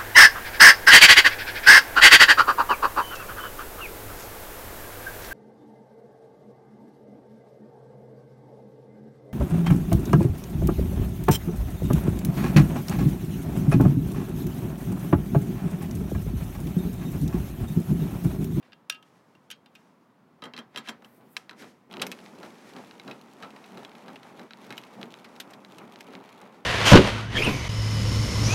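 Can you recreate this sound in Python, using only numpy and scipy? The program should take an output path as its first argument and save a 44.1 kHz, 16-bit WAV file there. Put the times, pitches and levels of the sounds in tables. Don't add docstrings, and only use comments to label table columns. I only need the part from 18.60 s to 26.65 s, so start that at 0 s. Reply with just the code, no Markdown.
import sys
import numpy as np
from scipy import signal
from scipy.fft import rfft, irfft, next_fast_len
from scipy.io import wavfile
from scipy.ndimage import map_coordinates

SR = 44100
rng = np.random.default_rng(int(sys.argv[2]) if len(sys.argv) > 2 else 0)


def wrap_up_sound(samples):
    columns = np.atleast_2d(samples).T
    tamed = np.clip(columns, -1, 1)
    steps = np.round(tamed * 32767).astype(np.int16)
    wavfile.write(sys.argv[1], SR, steps)


N = 355005


def amp(db):
    return 10 ** (np.asarray(db) / 20)


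def unit(x, start_s=0, end_s=None):
    part = x[int(start_s * SR):None if end_s is None else int(end_s * SR)]
    return x / np.sqrt(np.mean(part ** 2) + 1e-20)


def curves(rows):
    times_s, *columns = np.transpose(rows)
    return [np.interp(np.arange(N) / SR, times_s, column, left=-120) for column in columns]


def wobble(rate_hz):
    knots = rng.standard_normal(int(N * rate_hz / SR) + 4)
    return map_coordinates(knots, [np.arange(N) * rate_hz / SR])


def impulse_response(spectrum, size):
    hz, db = np.transpose(spectrum)
    gain = amp(np.interp(np.log(np.fft.rfftfreq(size, 1 / SR) + 1), np.log(hz), db))
    cepstrum = irfft(np.log(gain), size)
    cepstrum[1:size // 2] *= 2
    cepstrum[size // 2 + 1:] = 0
    return irfft(np.exp(rfft(cepstrum)))


def coloured(x, spectrum, size=4096):
    return signal.fftconvolve(x, impulse_response(spectrum, size))[:len(x)]


def resonance(x, centre_hz, q):
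    return signal.lfilter(*signal.iirpeak(centre_hz, q, fs=SR), x)


def fade(t, t60_s):
    return np.exp(-np.log(1000) * t / t60_s)


def swell(peak_s, rise_s, fall_s):
    t = np.arange(N) / SR - peak_s
    distance = np.maximum(-t / rise_s, t / fall_s)
    return 1 / np.cosh(np.minimum(distance, 20))


def grains(rate_hz, spread_db):
    occurs = rng.random(N) < rate_hz / SR
    size_db = spread_db * np.minimum(rng.exponential(size=N), 4)
    sign = rng.choice([-1, 1], N)
    return unit(occurs * sign * amp(size_db))


# frequency in Hz, relative gain in dB.
CRACK_SPECTRUM = [(300, -26.5), (900, -20.5), (1500, 1.5), (2700, 2), (4200, -1), (5300, -7), (6500, -18),
                  (9000, -50.5)]
TREBLE_SPECTRUM = [(3500, -46.5), (5000, 6.5), (6100, 3), (7800, 2.5), (9700, -0.5), (11000, -4),
                   (12400, -1), (13600, -5.5), (16000, -13.5)]
KNOCK_SPECTRUM = [(30, -35), (70, -37), (100, -28), (135, -4), (185, -7.5), (235, 1), (310, -4.5),
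                  (420, -5.5), (650, -7.5), (900, -7.5), (1300, -8.5), (2000, -13.5), (4000, -51.5)]


def metal_contacts(rows, modes, *, clank, zing, boom, snap, ping,
                   treble_t60_s, wash_t60_s, knock_t60_s, favour_db, gain_db):
    t = np.arange(SR // 4) / SR
    attack_s, ring_s = (0, 0.004), (0.006, 0.02)
    blow = snap * (np.arange(len(t)) == 8)
    onset = 1 - np.exp(-t / 0.0016)
    hz, mode_db, t60_s = np.transpose(modes)
    partials = amp(mode_db)[:, None] * fade(t, t60_s[:, None]) * np.exp(2j * np.pi * hz[:, None] * t)
    high = hz > 5500
    out = np.zeros(N + SR)
    for start_s, crack_db, treble_db, ring_db, knock_db, favoured_hz, contact_s in rows:
        crack_noise, treble_noise, wash_noise, knock_noise = rng.standard_normal((4, len(t)))
        scatter, phase = rng.standard_normal((2, len(modes)))
        nearness = np.exp(-(np.log(hz / favoured_hz) / 0.15) ** 2)
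        share = amp(2.2 * scatter + favour_db * nearness) * np.exp(2j * np.pi * phase)
        tones = ((share * ~high) @ partials).imag
        overtones = ((share * high) @ partials).imag
        impulse = blow * 0.019 / contact_s
        touch = 1 - np.exp(-t / (0.009 * contact_s))
        contact = touch * fade(t, contact_s)
        crack = coloured(impulse + crack_noise * contact, CRACK_SPECTRUM, size=2048)
        crack += ping * resonance(crack, favoured_hz, q=7.5)
        crack = unit(crack, *attack_s) + clank * unit(tones * contact, *attack_s)

        treble_decay = fade(t, np.sqrt(contact_s * treble_t60_s)) + 0.05 * fade(t, 0.16)
        treble = coloured(impulse + treble_noise * touch * treble_decay, TREBLE_SPECTRUM, size=2048)
        hardness = amp(0.28 * min(treble_db + 44, 0))
        treble = unit(treble, *attack_s) + zing * hardness * unit(overtones * touch, *attack_s)
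        wash = coloured(wash_noise * fade(t, wash_t60_s), CRACK_SPECTRUM, size=2048)
        ring = onset * (unit(tones, *ring_s) + amp(-8) * unit(wash, *ring_s))

        knock = coloured(knock_noise * onset * fade(t, knock_t60_s), KNOCK_SPECTRUM, size=2048)
        knock += boom * resonance(knock, centre_hz=238, q=7)

        hit = amp(crack_db) * unit(crack, *attack_s) + amp(treble_db) * unit(treble, *attack_s)
        hit += amp(ring_db) * unit(ring, *ring_s) + amp(knock_db) * unit(knock, end_s=0.02)
        out[round(start_s * SR):][:len(t)] += hit
    return amp(gain_db) * out[:N]


# start in seconds, crack, treble and ring in relative dB,
# favoured pitch in Hz, contact in seconds.
POLE_HITS = [(0.0274, -58, -75.5, -76, 2000, 0.035), (0.121, -52, -77, -69.5, 1850, 0.027),
             (0.1305, -47, -73, -66, 1860, .025), (0.2976, -43, -33.5, -40.5, 1600, .018),
             (0.2992, -23.5, -30.5, -43.5, 4050, .013), (0.3235, -40.5, -54, -48.5, 2800, .028),
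             (0.3456, -59, -62, -46.5, 2800, .03), (0.426, -54.5, -64.5, -71, 3150, .038),
             (0.7508, -60.5, -75, -72, 2810, 0.046), (0.9024, -40.5, -48, -70.5, 3100, 0.044),
             (0.9112, -41.5, -43.5, -56, 3040, 0.11), (1.06, -56.5, -66.5, -66.5, 4120, 0.015),
             (1.1513, -53.5, -58.5, -62, 2360, 0.079)]
# frequency in Hz, relative level in dB, t60 in seconds.
POLE_RING = [(520, -10.5, .04), (1275, -11.5, 0.46), (1600, -3.5, 0.06), (1650, -20, .25), (2510, -5, 0.11),
             (2769, 1.5, 0.14), (3045, -5, .08), (3230, -7.5, 0.24), (3600, -2.5, .11), (3700, -9, .06),
             (4050, -13.5, 0.05), (4770, -7.5, 0.055), (5680, -8, 0.065), (6400, -17.5, .06),
             (6530, -16, 0.078), (7050, -26.5, .07), (7900, -25, .05), (9300, -1.5, 0.017),
             (10800, -12, 0.037), (12600, -14.5, .04), (13180, -12.5, .03)]


def pole():
    rows = []
    for start_s, crack_db, treble_db, ring_db, favoured_hz, contact_s in POLE_HITS:
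        knock_db = -60.5 + 0.19 * (crack_db + 40)
        rows.append((start_s, crack_db, treble_db, ring_db, knock_db, favoured_hz, contact_s))
    clinks = metal_contacts(
        rows, POLE_RING, clank=1.3, zing=0.9, boom=0.1, snap=2, ping=0.5,
        treble_t60_s=0.012, wash_t60_s=0.09, knock_t60_s=0.039, favour_db=14, gain_db=-1)
    return signal.sosfilt(signal.butter(2, 570, "high", fs=SR, output="sos"), clinks)


# frequency in Hz, relative gain in dB.
AIR_SPECTRUM = [(25, -37), (50, -43), (79, -21.5), (100, -14.5), (125, -6.5), (165, -3), (235, -0.5),
                (310, -7), (650, -11), (1050, -11), (1700, -20.5), (3000, -29), (8000, -41), (15500, -42.5)]


def outdoors():
    level_db = -60.5 + 0.6 * wobble(rate_hz=4)
    return amp(level_db) * unit(coloured(rng.standard_normal(N), AIR_SPECTRUM))


# peak in seconds, slide and rustle in relative dB, fall in seconds.
CLOTH_RUBS = [(0.05, -69, -82, 0.073), (0.47, -70, -73.5, 0.22), (1.152, -74, -77, 0.16),
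              (2.151, -62, -76, .025), (2.265, -51, -63.5, 0.04), (2.48, -73.5, -80, 0.29),
              (2.789, -61, -68, 0.029), (3.006, -52.5, -57, 0.056)]
# time in seconds, slide and rustle in relative dB.
CLOTH_LEVELS = [(3.3, -70, -74), (3.48, -61.5, -63.5), (4.08, -57, -62), (4.6, -62.5, -66),
                (5.8, -59.5, -67.5), (6.55, -62.5, -69.5), (6.97, -69, -68.5), (7.6, -59.5, -73.5),
                (8.05, -67, -76)]
# time in seconds, relative level in dB.
SWISH_LEVELS = [(2.38, -100), (2.46, -73), (2.58, -70), (2.68, -80), (2.73, -59.5), (2.77, -78),
                (2.85, -100)]
CREASE_LEVELS = [(3.3, -61), (3.7, -66.5), (4.7, -64.5), (5.6, -67.5), (6.07, -60), (6.6, -62.5),
                 (6.95, -70.5), (7.2, -64), (7.85, -62.5), (8.05, -74)]
# frequency in Hz, relative gain in dB.
SLIDE_SPECTRUM = [(700, -42.5), (1400, 3), (1900, 7.5), (2700, 1.5), (3800, -2.5), (5000, -8.5),
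                  (7000, -24), (11000, -29)]
RUSTLE_SPECTRUM = [(2500, -3), (5500, 7.5), (7500, 2.5), (10000, -0.5), (12500, -4), (14500, -16.5),
                   (16000, -15)]
SWISH_SPECTRUM = [(5000, -33.5), (8000, -5), (10000, -3.5), (11000, 1), (11700, -3), (12500, 0.5),
                  (13400, 3), (16000, -2.5)]
CREASE_SPECTRUM = [(1200, -45), (2200, 5), (3300, 6), (4300, 3), (5000, -4.5), (6400, -3.5), (9000, -11.5),
                   (11200, -7.5), (13500, -14), (16000, -16)]


def canvas(roller_db):
    pull_db = 0.19 * np.clip(roller_db + 45.5, -8, 8) + stall_db()
    slide_gain, rustle_gain = amp(curves(CLOTH_LEVELS)) * amp(0.5 * pull_db)
    for peak_s, slide_db, rustle_db, fall_s in CLOTH_RUBS:
        rub = swell(peak_s, rise_s=0.016, fall_s=fall_s)
        slide_gain += amp(slide_db) * rub
        rustle_gain += amp(rustle_db) * rub
    flutter_db = 2.2 * wobble(rate_hz=21)
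    flutter = amp(flutter_db - 2.5)
    slide = slide_gain * flutter * unit(coloured(rng.standard_normal(N), SLIDE_SPECTRUM))
    rustle = rustle_gain * flutter * unit(coloured(rng.standard_normal(N), RUSTLE_SPECTRUM))

    swish_db, = curves(SWISH_LEVELS)
    swish = amp(swish_db + flutter_db) * unit(coloured(rng.standard_normal(N), SWISH_SPECTRUM))

    crease_db, = curves(CREASE_LEVELS)
    snaps = np.abs(grains(rate_hz=130, spread_db=3.1))
    bursts = signal.fftconvolve(snaps, fade(np.arange(SR // 25) / SR, t60_s=0.011))[:N]
    crackle = unit(coloured(bursts * rng.standard_normal(N), CREASE_SPECTRUM))
    return slide + rustle + swish + amp(crease_db + pull_db) * crackle


# start in seconds, crack, treble, ring and knock in relative dB,
# favoured pitch in Hz.
HOOK_HITS = [(1.8214, -45, -61, -45.5, -43, 1240), (1.8392, -38.5, -51, -53, -44, 3060),
             (1.8547, -46, -56, -51.5, -43.5, 3200), (1.9366, -41.5, -63, -50, -48.5, 2720),
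             (1.965, -39.5, -59, -61, -53, 4120), (1.9775, -37, -54, -55, -42, 2310),
             (1.9886, -40, -51.5, -46.5, -53, 3020), (2.1469, -51, -72, -62, -49.5, 2000),
             (2.1602, -31, -47.5, -49, -42.5, 2920), (2.1743, -34, -42, -39, -55, 3380),
             (2.1832, -38, -47, -49, -46, 3900), (2.2743, -43, -56, -45, -47.5, 2590),
             (2.2866, -33.5, -45, -42.5, -38.5, 3230), (2.2922, -34, -42, -61, -59, 3250),
             (2.4463, -47, -59.5, -64, -56.5, 3000), (2.7668, -26, -40.5, -50.5, -55, 2620),
             (2.8945, -37.5, -59, -73, -70, 2560)]
# frequency in Hz, relative level in dB, t60 in seconds.
HOOK_RING = [(760, -10, 0.56), (997, -2.5, 0.15), (1247, 0.5, .1), (1320, -13, 0.34), (1671, 0, 0.1),
             (2660, -6, 0.077), (3200, 2, 0.079), (3960, 3.5, 0.053), (4970, -19, 0.048),
             (5580, -13, 0.048), (5930, -18, .05), (7380, -19.5, 0.08), (10100, -10, 0.017)]


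def hook(contact_s=0.028):
    rows = [(*hit, contact_s) for hit in HOOK_HITS]
    return metal_contacts(
        rows, HOOK_RING, clank=0.37, zing=0.92, boom=0.69, snap=12, ping=1.0,
        treble_t60_s=0.1, wash_t60_s=0.17, knock_t60_s=0.21, favour_db=10, gain_db=-2)


# time in seconds, roller, grind and clack in relative dB.
HANDLE_PUSHES = [(2.4223, -57, -61, -56), (2.61, -54, -60, -66), (2.9102, -69, -53, -46.5),
                 (3.0227, -49, -53, -46), (3.34, -49.5, -49, -46), (3.4215, -39, -40.5, -41),
                 (3.8309, -44.5, -45, -44), (4.1643, -46.5, -48.5, -44), (4.4783, -43, -46.5, -43.5),
                 (4.8258, -49, -43, -43), (5.1732, -44, -49.5, -45.5), (5.4818, -44, -47.5, -46.5),
                 (5.7945, -44.5, -51, -44.5), (6.1054, -45, -48, -38.5), (6.4135, -43, -56, -45.5),
                 (6.912, -53, -53, -58), (7.2, -47.5, -48, -62), (7.535, -44, -51.5, -49),
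                 (7.8167, -52, -51.5, -56)]
# start in seconds, crack, treble
# and ring in relative dB, favoured pitch in Hz, contact in seconds.
GEAR_CLICKS = [(3.3126, -46, -70, -66, 3320, .02), (3.339, -40, -67, -63, 3370, 0.024),
               (3.3693, -38.5, -59, -68, 2840, 0.0063), (3.3967, -38, -68, -54, 3000, 0.054),
               (3.4168, -27.5, -33.5, -51, 2900, 0.076), (3.4209, -26.5, -35, -43, 4380, 0.018),
               (3.467, -36, -37.5, -53, 2350, 0.025), (3.5166, -34.5, -41, -64, 3480, 0.014),
               (3.5204, -40.5, -48, -46, 2620, 0.043), (3.589, -47.5, -64, -74, 2660, 0.033),
               (3.6617, -46, -69, -67, 2060, .012), (4.311, -45, -70, -72, 2760, 0.014),
               (4.3978, -42, -60, -57, 2100, 0.02), (4.5123, -39, -57, -49.5, 2660, .029),
               (4.833, -44, -60, -47, 1350, .028), (4.9055, -50, -62, -74, 2670, 0.02),
               (4.9627, -48, -64, -73, 1910, 0.037), (5.0416, -47.5, -75, -70, 2460, 0.034),
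               (5.2494, -40, -59, -57, 3370, .017), (5.317, -51, -72, -71, 2400, 0.014),
               (5.3524, -48.5, -65, -62, 2350, 0.021), (5.5581, -43, -62, -67, 2830, 0.038),
               (5.6318, -47.5, -62, -75, 2220, .019), (5.9079, -43.5, -66, -56, 1500, 0.018),
               (5.9345, -41.5, -66, -77, 3980, 0.0049), (6.1253, -38, -53, -52, 2080, 0.0043),
               (6.1787, -34.5, -47, -52, 2900, 0.033), (6.2371, -45, -60, -75, 2180, .021),
               (6.43, -34.5, -57, -69, 3400, 0.0072), (6.5407, -41, -62, -64, 3650, 0.0062),
               (6.644, -48, -59, -74, 2000, 0.084), (6.7624, -49, -60, -71, 2070, .028),
               (6.8004, -35, -40.5, -66, 3560, 0.07), (6.907, -56, -55, -72, 2000, .032),
               (6.935, -45.5, -56, -72, 3700, .04), (7.0485, -45, -62, -70, 3640, 0.013),
               (7.184, -45.5, -51.5, -56.5, 2740, .022), (7.359, -45, -72, -76, 3900, 0.012),
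               (7.4074, -40.5, -49.5, -76, 2130, 0.032), (7.5524, -40, -66, -67, 2150, 0.0072),
               (7.691, -53, -63, -77, 2380, .03), (7.8144, -59, -56, -64, 2090, 0.028)]
# frequency in Hz, relative level in dB, t60 in seconds.
GEAR_RING = [(1318, 3, 0.14), (1637, 3, 0.041), (2154, 3, 0.1), (2350, -5, 0.074), (2550, 5, 0.067),
             (2900, -1, 0.072), (3270, -2, 0.089), (4050, -5, 0.04), (3925, 10.5, 0.054), (4820, -6, 0.046),
             (6240, -5, 0.027), (7000, -35, 0.03), (8560, -5, 0.023), (10800, -31, .03),
             (11200, -17, 0.043), (12700, -47, 0.031), (12300, -6, 0.052), (13400, -42, 0.027)]


def gear(clack_hz=1500, clack_s=0.027, rebound_s=0.02, rebound_db=-10):
    teeth = [(start_s, db) for start_s, _, _, db in HANDLE_PUSHES]
    rebounds = [(start_s + rebound_s, db + rebound_db) for start_s, db in teeth]
    clacks = [(start_s, db, db - 14.5, db - 12, db - 4, clack_hz, clack_s)
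              for start_s, db in teeth + rebounds]
    clicks = [(start_s, crack_db, treble_db, ring_db, crack_db - 14, favoured_hz, contact_s)
              for start_s, crack_db, treble_db, ring_db, favoured_hz, contact_s in GEAR_CLICKS]
    return metal_contacts(
        clacks + clicks, GEAR_RING, clank=0.35, zing=0.65, boom=0.5, snap=11, ping=1.1,
        treble_t60_s=0.034, wash_t60_s=0.16, knock_t60_s=0.077, favour_db=12.5, gain_db=-1.6)


# time in seconds, roller and grind in relative dB.
DRAG_LEVELS = [(3.3, -50, -50), (3.54, -51.5, -55), (4.89, -54, -55.5), (5.26, -55, -52),
               (6.94, -53.5, -54), (7.33, -51, -53.5), (7.67, -57.5, -52.5), (8.05, -55, -57)]


def effort_db(lag_s=0.01):
    roller_power, grind_power = (amp(db + 0.5) ** 2 for db in curves(DRAG_LEVELS))
    for push_s, roller_db, grind_db, _ in HANDLE_PUSHES:
        roller_power += (amp(roller_db) * swell(push_s + lag_s, rise_s=0.04, fall_s=0.05)) ** 2
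        grind_power += (amp(grind_db) * swell(push_s + lag_s, rise_s=0.016, fall_s=0.03)) ** 2
    return 10 * np.log10([roller_power, grind_power]) + stall_db()


# frequency in Hz, relative gain in dB.
ROLLER_SPECTRUM = [(25, -44), (60, -32.5), (95, -24.5), (130, -8.5), (155, -11), (185, 0), (235, 1.5),
                   (310, -4.5), (400, -3.5), (520, -9.5), (750, -15), (1500, -48.5)]
GRIND_SPECTRUM = [(250, -35), (400, -5.5), (540, -2.5), (720, 0), (890, 1.5), (1080, -2.5), (1300, -3),
                  (1700, -12.5), (2400, -13), (5000, -44.5)]


def winding(roller_db, grind_db):
    gear_friction = grains(rate_hz=900, spread_db=2.5) + 0.8 * rng.standard_normal(N)
    roller_friction = grains(rate_hz=500, spread_db=2.0) + rng.standard_normal(N)
    grind = amp(grind_db) * unit(coloured(gear_friction, GRIND_SPECTRUM))
    rumble = amp(roller_db) * unit(coloured(roller_friction, ROLLER_SPECTRUM))
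    uneven_db = 0.93 * wobble(rate_hz=16)
    return amp(uneven_db - 2) * (rumble + grind)


def stall_db(centre_s=5.9, width_s=0.047):
    return -12 * np.exp(-((np.arange(N) / SR - centre_s) / width_s) ** 2)


def scene():
    roller_db, grind_db = effort_db()
    awning = pole() + hook() + gear() + winding(roller_db, grind_db) + canvas(roller_db)
    return (awning + outdoors())[None]


def record(dry, cutoff_hz=15950, edge_hz=350):
    size = next_fast_len(N + SR // 2)
    ramp = np.clip((cutoff_hz - np.fft.rfftfreq(size, 1 / SR)) / edge_hz + 0.5, 0, 1)
    return irfft(rfft(dry, size) * np.sin(np.pi / 2 * ramp) ** 2, size)[..., :N]


dry = scene()
out = record(dry)
wrap_up_sound(out)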